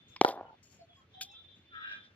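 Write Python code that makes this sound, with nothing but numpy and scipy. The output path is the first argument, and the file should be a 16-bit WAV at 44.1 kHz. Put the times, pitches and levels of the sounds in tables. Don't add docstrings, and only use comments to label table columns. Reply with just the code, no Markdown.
import sys
import numpy as np
from scipy import signal
from scipy.io import wavfile

SR = 44100
rng = np.random.default_rng(int(sys.argv[2]) if len(sys.argv) > 2 else 0)


def store_pcm(level_fs):
    pcm = np.round(np.clip(level_fs, -1, 1) * 32767).astype(np.int16)
    wavfile.write(sys.argv[1], SR, np.atleast_2d(pcm).T)


def how_loud(loudness_db):
    steps = np.asarray(loudness_db, float) / 20
    return 10 ** steps


N = 94815

# (time [s], peak level [dB], brightness [dB], ground lag [s], left lead [s])
BLOW = (.2131, -1, 1, .0025, 0)
SLAP = (.2476, -2.5, -4, .0022, .00018)
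# (time [s], peak level [dB], pan [dB])
FAR_WALLS = [(0.28, -23, 1.0), (0.289, -22, 0.5), (0.303, -29, 0.5), (0.314, -34, 1.5), (0.325, -34, 1.0),
             (0.34, -35, 0.5), (0.361, -38, 1.0), (0.374, -31, -0.5), (0.385, -36, 0.0), (0.396, -34, 1.5),
             (0.409, -29, 2.0), (0.43, -41, 2.5), (0.451, -46, 1.5), (0.465, -51, -1.5), (0.483, -52, -1.0),
             (0.506, -48, -4.0), (0.541, -53, -2.5)]
# (frequency [Hz], level [dB], t60 [s])
BLADE_MODES = [(242.6, -6.5, 0.012), (410, -7.5, 0.0096), (730, -2, 0.0105), (900, -6.5, 0.011)]
FACE_MODES = [(2280, -19, .013), (3200, -14, .005), (4100, -17, .005), (5200, -23, .007), (5800, -27, .007),
              (6500, -30, .007), (7400, -33, .007), (13000, -24, .006)]
WALL_MODES = [(380, -9, .011), (775, -1, .015), (950, -9, .01), (1410, -6, .01)]
YARD_MODES = [(316.2, -16, 0.013), (561.6, 4.5, 0.0085), (760, 6, 0.011), (950, -9, 0.045),
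              (1400, -16, .045)]
# (time [s], level [dB])
SCATTER = [(.217, -60), (.222, -49.5), (.245, -44), (.254, -32), (.3, -42), (.35, -48.5), (.405, -46.5),
           (.47, -58), (.55, -68), (.6, -130)]
# (time [s], rise [s], t60 [s], level [dB], pan [dB])
BOUNCE = [
    (.161, .002, .022, -47, 0),
    (.163, .004, .09, -62, 0),
]
NET = [
    (.208, .006, .06, -48, 1),
    (.2345, .001, .02, -50, 3),
    (.247, .003, .08, -49, 1),
    (.258, .03, .14, -50, 1),
]
SHOE = [(.08, 0.0037, 0.42, -77.5, 11.5), (.627, 0.0031, 0.39, -66.5, 6.5), (.69, 0.031, .3, -71.5, 10.5),
        (.89, 0.099, .2, -84, 12.5), (1.53, 0.032, 0.3, -83, 5.5), (1.3, 0.018, 0.13, -78.5, 7)]
SLEEVE = [
    (1.84, 0.085, 0.3, -67, 1),
    (2.02, 0.022, 0.21, -73.5, 0),
]
PAD = [
    (1.207, 0.0061, 0.074, -35, 1),
    (1.221, 0.0015, 0.15, -53, 1),
]
# (frequency [Hz], width [Hz], level [dB])
BOUNCE_TONE = [(300, 200, -14), (990, 150, 0), (2290, 600, 5), (3500, 900, -6), (4520, 300, 1),
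               (5150, 300, -2), (12000, 4000, -26)]
NET_TONE = [(1900, 710, -1), (3460, 1100, 1), (4495, 2000, 0), (5580, 600, -7), (6700, 1400, -12),
            (12800, 4500, -7)]
SHOE_TONE = [(2800, 1500, -13), (4500, 500, -9), (5400, 600, -6), (6900, 1000, 4), (12500, 3500, -11)]
PAD_TONE = [(157, 97, -27), (1580, 79, -20), (2470, 270, -12.5), (3430, 480, 0.5), (4360, 1800, -7.5),
            (5340, 2300, -5), (6900, 1300, -11), (12500, 6000, -8)]
# (time [s], level [dB])
HORN_LEVEL = [(0, -72), (.14, -68.5), (.36, -71.5), (.4, -96), (1.1, -90), (1.15, -61), (1.3, -63),
              (1.38, -58), (1.44, -67), (1.53, -63), (1.65, -75), (1.78, -60), (1.93, -57), (2.06, -66.5),
              (2.15, -91)]
# (multiple of fundamental [-], level [dB], share of the level swing [-])
HORN_PARTIALS = [(9, -3, 1.7), (10, 1.5, 1), (11, -5, 1.5), (15, -26, 1.2)]
# (time [s], length [s], pitch [Hz], level [dB], waver share [-])
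HOOTS = [(.79, .07, 670, -62, .015), (.87, .09, 685, -71, .01), (1.14, .12, 760, -61, .012),
         (1.22, .15, 800, -70, .015), (.96, .09, 1090, -73, .015), (.99, .09, 1280, -74, .02),
         (1.3, .07, 2650, -68, .008), (1.33, .1, 1330, -76, .02), (1.91, .05, 625, -71, .01)]
# (time [s], length [s], start pitch [Hz], end pitch [Hz], level [dB])
GLIDES = [(.07, .04, 7000, 6200, -80), (.085, .1, 5500, 5300, -84), (.41, .11, 1430, 1330, -69),
          (.44, .12, 960, 830, -62), (.445, .045, 3120, 2850, -74), (.53, .08, 3530, 3530, -79),
          (.675, .15, 5750, 5250, -79), (.69, .09, 4500, 4450, -81), (.79, .065, 4420, 4380, -76),
          (.885, .15, 3400, 3240, -68.5), (.93, .09, 5050, 5000, -87), (1.3, .06, 6500, 6500, -80),
          (1.27, .1, 5400, 5250, -78)]
# (time [s], pulse rate [Hz], level [dB], rattle 0-1 [-], upper throat share 0-1 [-])
CAW = [(1.66, 350, -110, 0.5, .1), (1.72, 345, -60, 0, 0.3), (1.745, 335, -49, 1, 0.36),
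       (1.8, 315, -47, 0.34, 0), (1.85, 310, -45.5, .8, .8), (1.93, 303, -45.5, 1, 1),
       (1.98, 300, -52.5, 0.6, 0.76), (2.01, 295, -60.5, .4, 0.7), (2.14, 295, -75, .4, .9)]
# (frequency [Hz], width [Hz], level [dB])
THROAT_LOW = [(1343, 110, 0), (1409, 200, -1.5), (1830, 100, -4.5)]
THROAT_HIGH = [(1598, 114, 5), (2400, 110, -11), (2780, 210, -14.5)]
# (frequency [Hz], density [dB per Hz])
TOWN_SPECTRUM = [(20, -32.5), (90, -0.5), (300, -7), (900, -18.5), (3300, -15), (4300, -27.5),
                 (6800, -32.5), (8000, -48.5)]
# (frequency [Hz], likeness [-])
LIKENESS = [(60, 0.96), (300, .85), (1000, .4), (4000, 0.13), (12000, .6)]

CONTACT_HZ, SLAP_CUT_HZ = 1250, 2200
THIN_HZ, YARD_THIN_HZ = 210, 443
TURF_DB, TURF_FACE_DB = -5.5, -2
PORT_SPREAD = 0.12
FACE_LAG_S, FAR_LAG_S = 0.0002, 0.0012
FAR_DB = 1
SCATTER_PER_S, SCATTER_SPREAD_DB = 2000, 2.0
HORN_HZ = 353.5
TOWN_DB, HUM_DB, HUM_HZ, HUM_WIDTH_HZ = -66.5, -72, 91, 30
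HISS_DB = -96
RIGHT_PORT_HZ, CUTOFF_HZ = 9100, 16900
DIP_HZ, DIP_WIDTH_HZ, DIP_SHARE = 8600, 2000, 0.6


def rms_one(x):
    return x / np.sqrt(np.mean(x ** 2) + 1e-20)


def butter(x, order, hz, kind="low"):
    return signal.sosfilt(signal.butter(order, hz, kind, fs=SR, output="sos"), x)


def in_time(rows):
    s, *columns = np.transpose(rows)
    return [np.interp(np.arange(N) / SR, s, c) for c in columns]


def at_hz(points, hz):
    table_hz, value = np.transpose(points)
    return np.interp(np.log(hz), np.log(table_hz), value)


def pan(db):
    return how_loud(np.array([[db / 2], [-db / 2]]))


def drift(rate_hz):
    r = np.exp(-2 * np.pi * rate_hz * 40 / SR)
    white = rng.standard_normal(N // 40 + 2002)
    slow = signal.lfilter([1], [1, -2 * r, r * r], white)[2000:]
    return np.interp(np.arange(N) / 40, np.arange(len(slow)), rms_one(slow))


def ring(clicks, modes):
    out = 0
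    for hz, db, t60_s in modes:
        r = how_loud(-60 / (t60_s * SR))
        w = 2 * np.pi * hz / SR
        mode = signal.lfilter([0, np.sin(w)], [1, -2 * r * np.cos(w), r * r], clicks + 1e-18)
        out = out + how_loud(db) * mode
    return out


def resonance(x, hz, width_hz):
    r = np.exp(-np.pi * width_hz / SR)
    b = np.array([1, 0, -1]) * (1 - r * r) / 2
    return signal.lfilter(b, [1, -2 * r * np.cos(2 * np.pi * hz / SR), r * r], x)


def resonance_twice(x, hz, width_hz):
    return resonance(resonance(x, hz, width_hz), hz, width_hz)


def bat():
    near = strike(BLOW, 1, BLADE_MODES, CONTACT_HZ) + strike(SLAP, -1, WALL_MODES, SLAP_CUT_HZ)
    return butter(near + far_walls() + yard_scatter(), 3, THIN_HZ, "high")


def strike(blow, sign, modes, cut_hz):
    s, db, bright_db, lag_s, lead_s = blow
    direct, turf = np.zeros((2, 2, N))
    for side, at in enumerate((s, s + lead_s)):
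        direct[side, int(at * SR)] = sign * how_loud(db)
        turf[side, int((at + lag_s) * SR)] = sign * how_loud(db + TURF_DB)
    blade = how_loud(-4.5) * ring(direct + turf, modes)
    unlike = [np.convolve(v, np.r_[1, PORT_SPREAD * rng.standard_normal(12)])[:N] for v in direct]
    face = ring(np.array(unlike), FACE_MODES) + how_loud(TURF_FACE_DB) * ring(turf, FACE_MODES[:1])
    face = butter(how_loud(bright_db) * face, 2, [1900, 6000], "band")
    face = np.roll(face, int(FACE_LAG_S * SR), axis=1)
    return butter(blade, 4, cut_hz) + face


def far_walls():
    clicks = np.zeros((2, N))
    for s, db, pan_db in FAR_WALLS:
        clicks[:, int((s + FAR_LAG_S) * SR)] = -how_loud(db + FAR_DB) * pan(pan_db)[:, 0]
    return butter(ring(clicks, WALL_MODES[:3]), 2, [280, 1200], "band")


def yard_scatter():
    level_db, = in_time(SCATTER)
    hits = (rng.random(N) < SCATTER_PER_S / SR) * rng.standard_normal(N)
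    hits = hits * how_loud(SCATTER_SPREAD_DB * rng.exponential(1, N).clip(0, 4))
    hits = hits * how_loud(2.2 * rng.standard_normal(N) * [[1], [-1]])
    colored = rms_one(butter(ring(hits, YARD_MODES), 2, [YARD_THIN_HZ, 1700], "band"))
    begun = np.arange(N) > SCATTER[0][0] * SR
    return how_loud(level_db) * begun * colored


def scuffs(events, tone, patchy_db):
    t, envelope, rub = np.arange(N) / SR, 0, 0
    for s, rise_s, t60_s, db, pan_db in events:
        swell = np.clip((t - s) / rise_s, 0, 1) ** 2
        decay_db = 60 * np.maximum(t - s - rise_s, 0) / t60_s
        envelope = envelope + pan(pan_db) * swell * how_loud(db - decay_db)
    for hz, width_hz, db in tone:
        mid, side = rng.standard_normal((2, N))
        noise = mid + 0.15 * side * [[1], [-1]]
        grain = how_loud(db + patchy_db * drift(170))
        rub = rub + grain * rms_one(resonance_twice(noise, hz, width_hz))
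    return envelope * rub


def rubbing():
    ball = scuffs(BOUNCE, BOUNCE_TONE, patchy_db=3.5) + scuffs(NET, NET_TONE, patchy_db=6)
    sleeve = scuffs(SLEEVE, NET_TONE[:4], patchy_db=2.5)
    shoe = scuffs(SHOE, SHOE_TONE, patchy_db=2.5)
    return ball + sleeve + shoe + scuffs(PAD, PAD_TONE, patchy_db=4)


def horn():
    level_db, = in_time(HORN_LEVEL)
    turn = 2 * np.pi * np.cumsum(HORN_HZ * (1 + 0.0034 * drift(18))) / SR
    out = np.zeros((2, N))
    for side in range(2):
        for multiple, db, swing in HORN_PARTIALS:
            partial_db = swing * (level_db + 60) - 60 + db + 4 * drift(45)
            out[side] += how_loud(partial_db) * np.sin(multiple * turn + 1.5 * drift(8))
    return np.sqrt(2) * out


def crow():
    hz, db, rattle, upper = in_time(CAW)
    turns = np.cumsum(hz * (1 + 0.012 * drift(40))) / SR
    pulses = np.diff(np.floor(turns), prepend=0)
    pulses = pulses * (1 + 1.5 * rattle * np.cos(2 * np.pi * turns / 3))
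    pulses = pulses * how_loud(1.2 * rng.standard_normal(N))
    breath = 0.02 * rng.standard_normal(N)
    source = butter(pulses + breath, 4, 1100, "high")
    low, high = [rms_one(sum(how_loud(g) * resonance_twice(source, f, w) for f, w, g in throat))
                 for throat in (THROAT_LOW, THROAT_HIGH)]
    upper = np.clip(upper, 0, 1)
    voice = how_loud(db) * (np.sqrt(1 - upper) * low + np.sqrt(upper) * high)
    left = voice + 0.72 * np.roll(voice, int(0.019 * SR))
    right = np.roll(voice, int(0.00018 * SR)) - 0.42 * np.roll(voice, int(0.024 * SR))
    return np.array([left, right]) * pan(1.2)


def hoots():
    t, out = np.arange(N) / SR, 0
    for s, length_s, hz, db, waver in HOOTS:
        shape = np.sin(np.pi * np.clip((t - s) / length_s, 0, 1) ** 0.76)
        phase = 2 * np.pi * np.cumsum(hz * (1 + waver * drift(25))) / SR
        phase = phase + 1.54 * drift(8) * [[1], [-1]]
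        out = out + how_loud(db + 7.5 + 2 * drift(45)) * shape * np.sin(phase)
    return out


def glides():
    t, out = np.arange(N) / SR, 0
    for s, length_s, from_hz, to_hz, db in GLIDES:
        share = np.clip((t - s) / length_s, 0, 1)
        hz = (from_hz + (to_hz - from_hz) * share) * (1 + 0.008 * drift(60))
        phase = 2 * np.pi * np.cumsum(hz) / SR + 1.2 * drift(8) * [[1], [-1]]
        shape = np.sqrt(np.abs(np.sin(np.pi * share))) * (share < 1)
        out = out + how_loud(db + 6 + 4 * drift(50)) * shape * np.sin(phase)
    return out


def traffic(patchy_db, rate_hz):
    out, together = 0, drift(rate_hz)
    edges = 25 * 2 ** np.arange(0, 9.6, 0.5)
    white = rng.standard_normal((2, 2, N))
    for k, (low, high) in enumerate(zip(edges, edges[1:])):
        hz = np.sqrt(low * high)
        mid, side = butter(white[k % 2], 2, [low, high], "band")
        alike = at_hz(LIKENESS, hz)
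        gain = how_loud(at_hz(TOWN_SPECTRUM, hz) + patchy_db * (0.6 * together + drift(rate_hz)))
        out = out + gain * (np.sqrt(1 + alike) * mid + np.sqrt(1 - alike) * side * [[1], [-1]])
    return rms_one(out)


def town():
    drone = rms_one(resonance_twice(rng.standard_normal(N), HUM_HZ, HUM_WIDTH_HZ))
    return how_loud(TOWN_DB) * traffic(patchy_db=1.8, rate_hz=12) + how_loud(HUM_DB) * drone


def scene():
    return bat() + rubbing() + horn() + crow() + hoots() + glides() + town()


def roll_off(x):
    return signal.sosfilt(signal.butter(12, 16460, fs=SR, output="sos"), x)


def record(dry):
    hiss = how_loud(HISS_DB) * rms_one(resonance(rng.standard_normal(N), 12500, 5000))
    ports = np.array([dry[0] + hiss, butter(dry[1], 7, RIGHT_PORT_HZ)])
    ports = ports - DIP_SHARE * resonance(ports, DIP_HZ, DIP_WIDTH_HZ)
    mix = signal.sosfilt(signal.cheby2(12, 60, CUTOFF_HZ, fs=SR, output="sos"), ports)
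    return roll_off(mix)


dry = scene()
out = record(dry)
store_pcm(out)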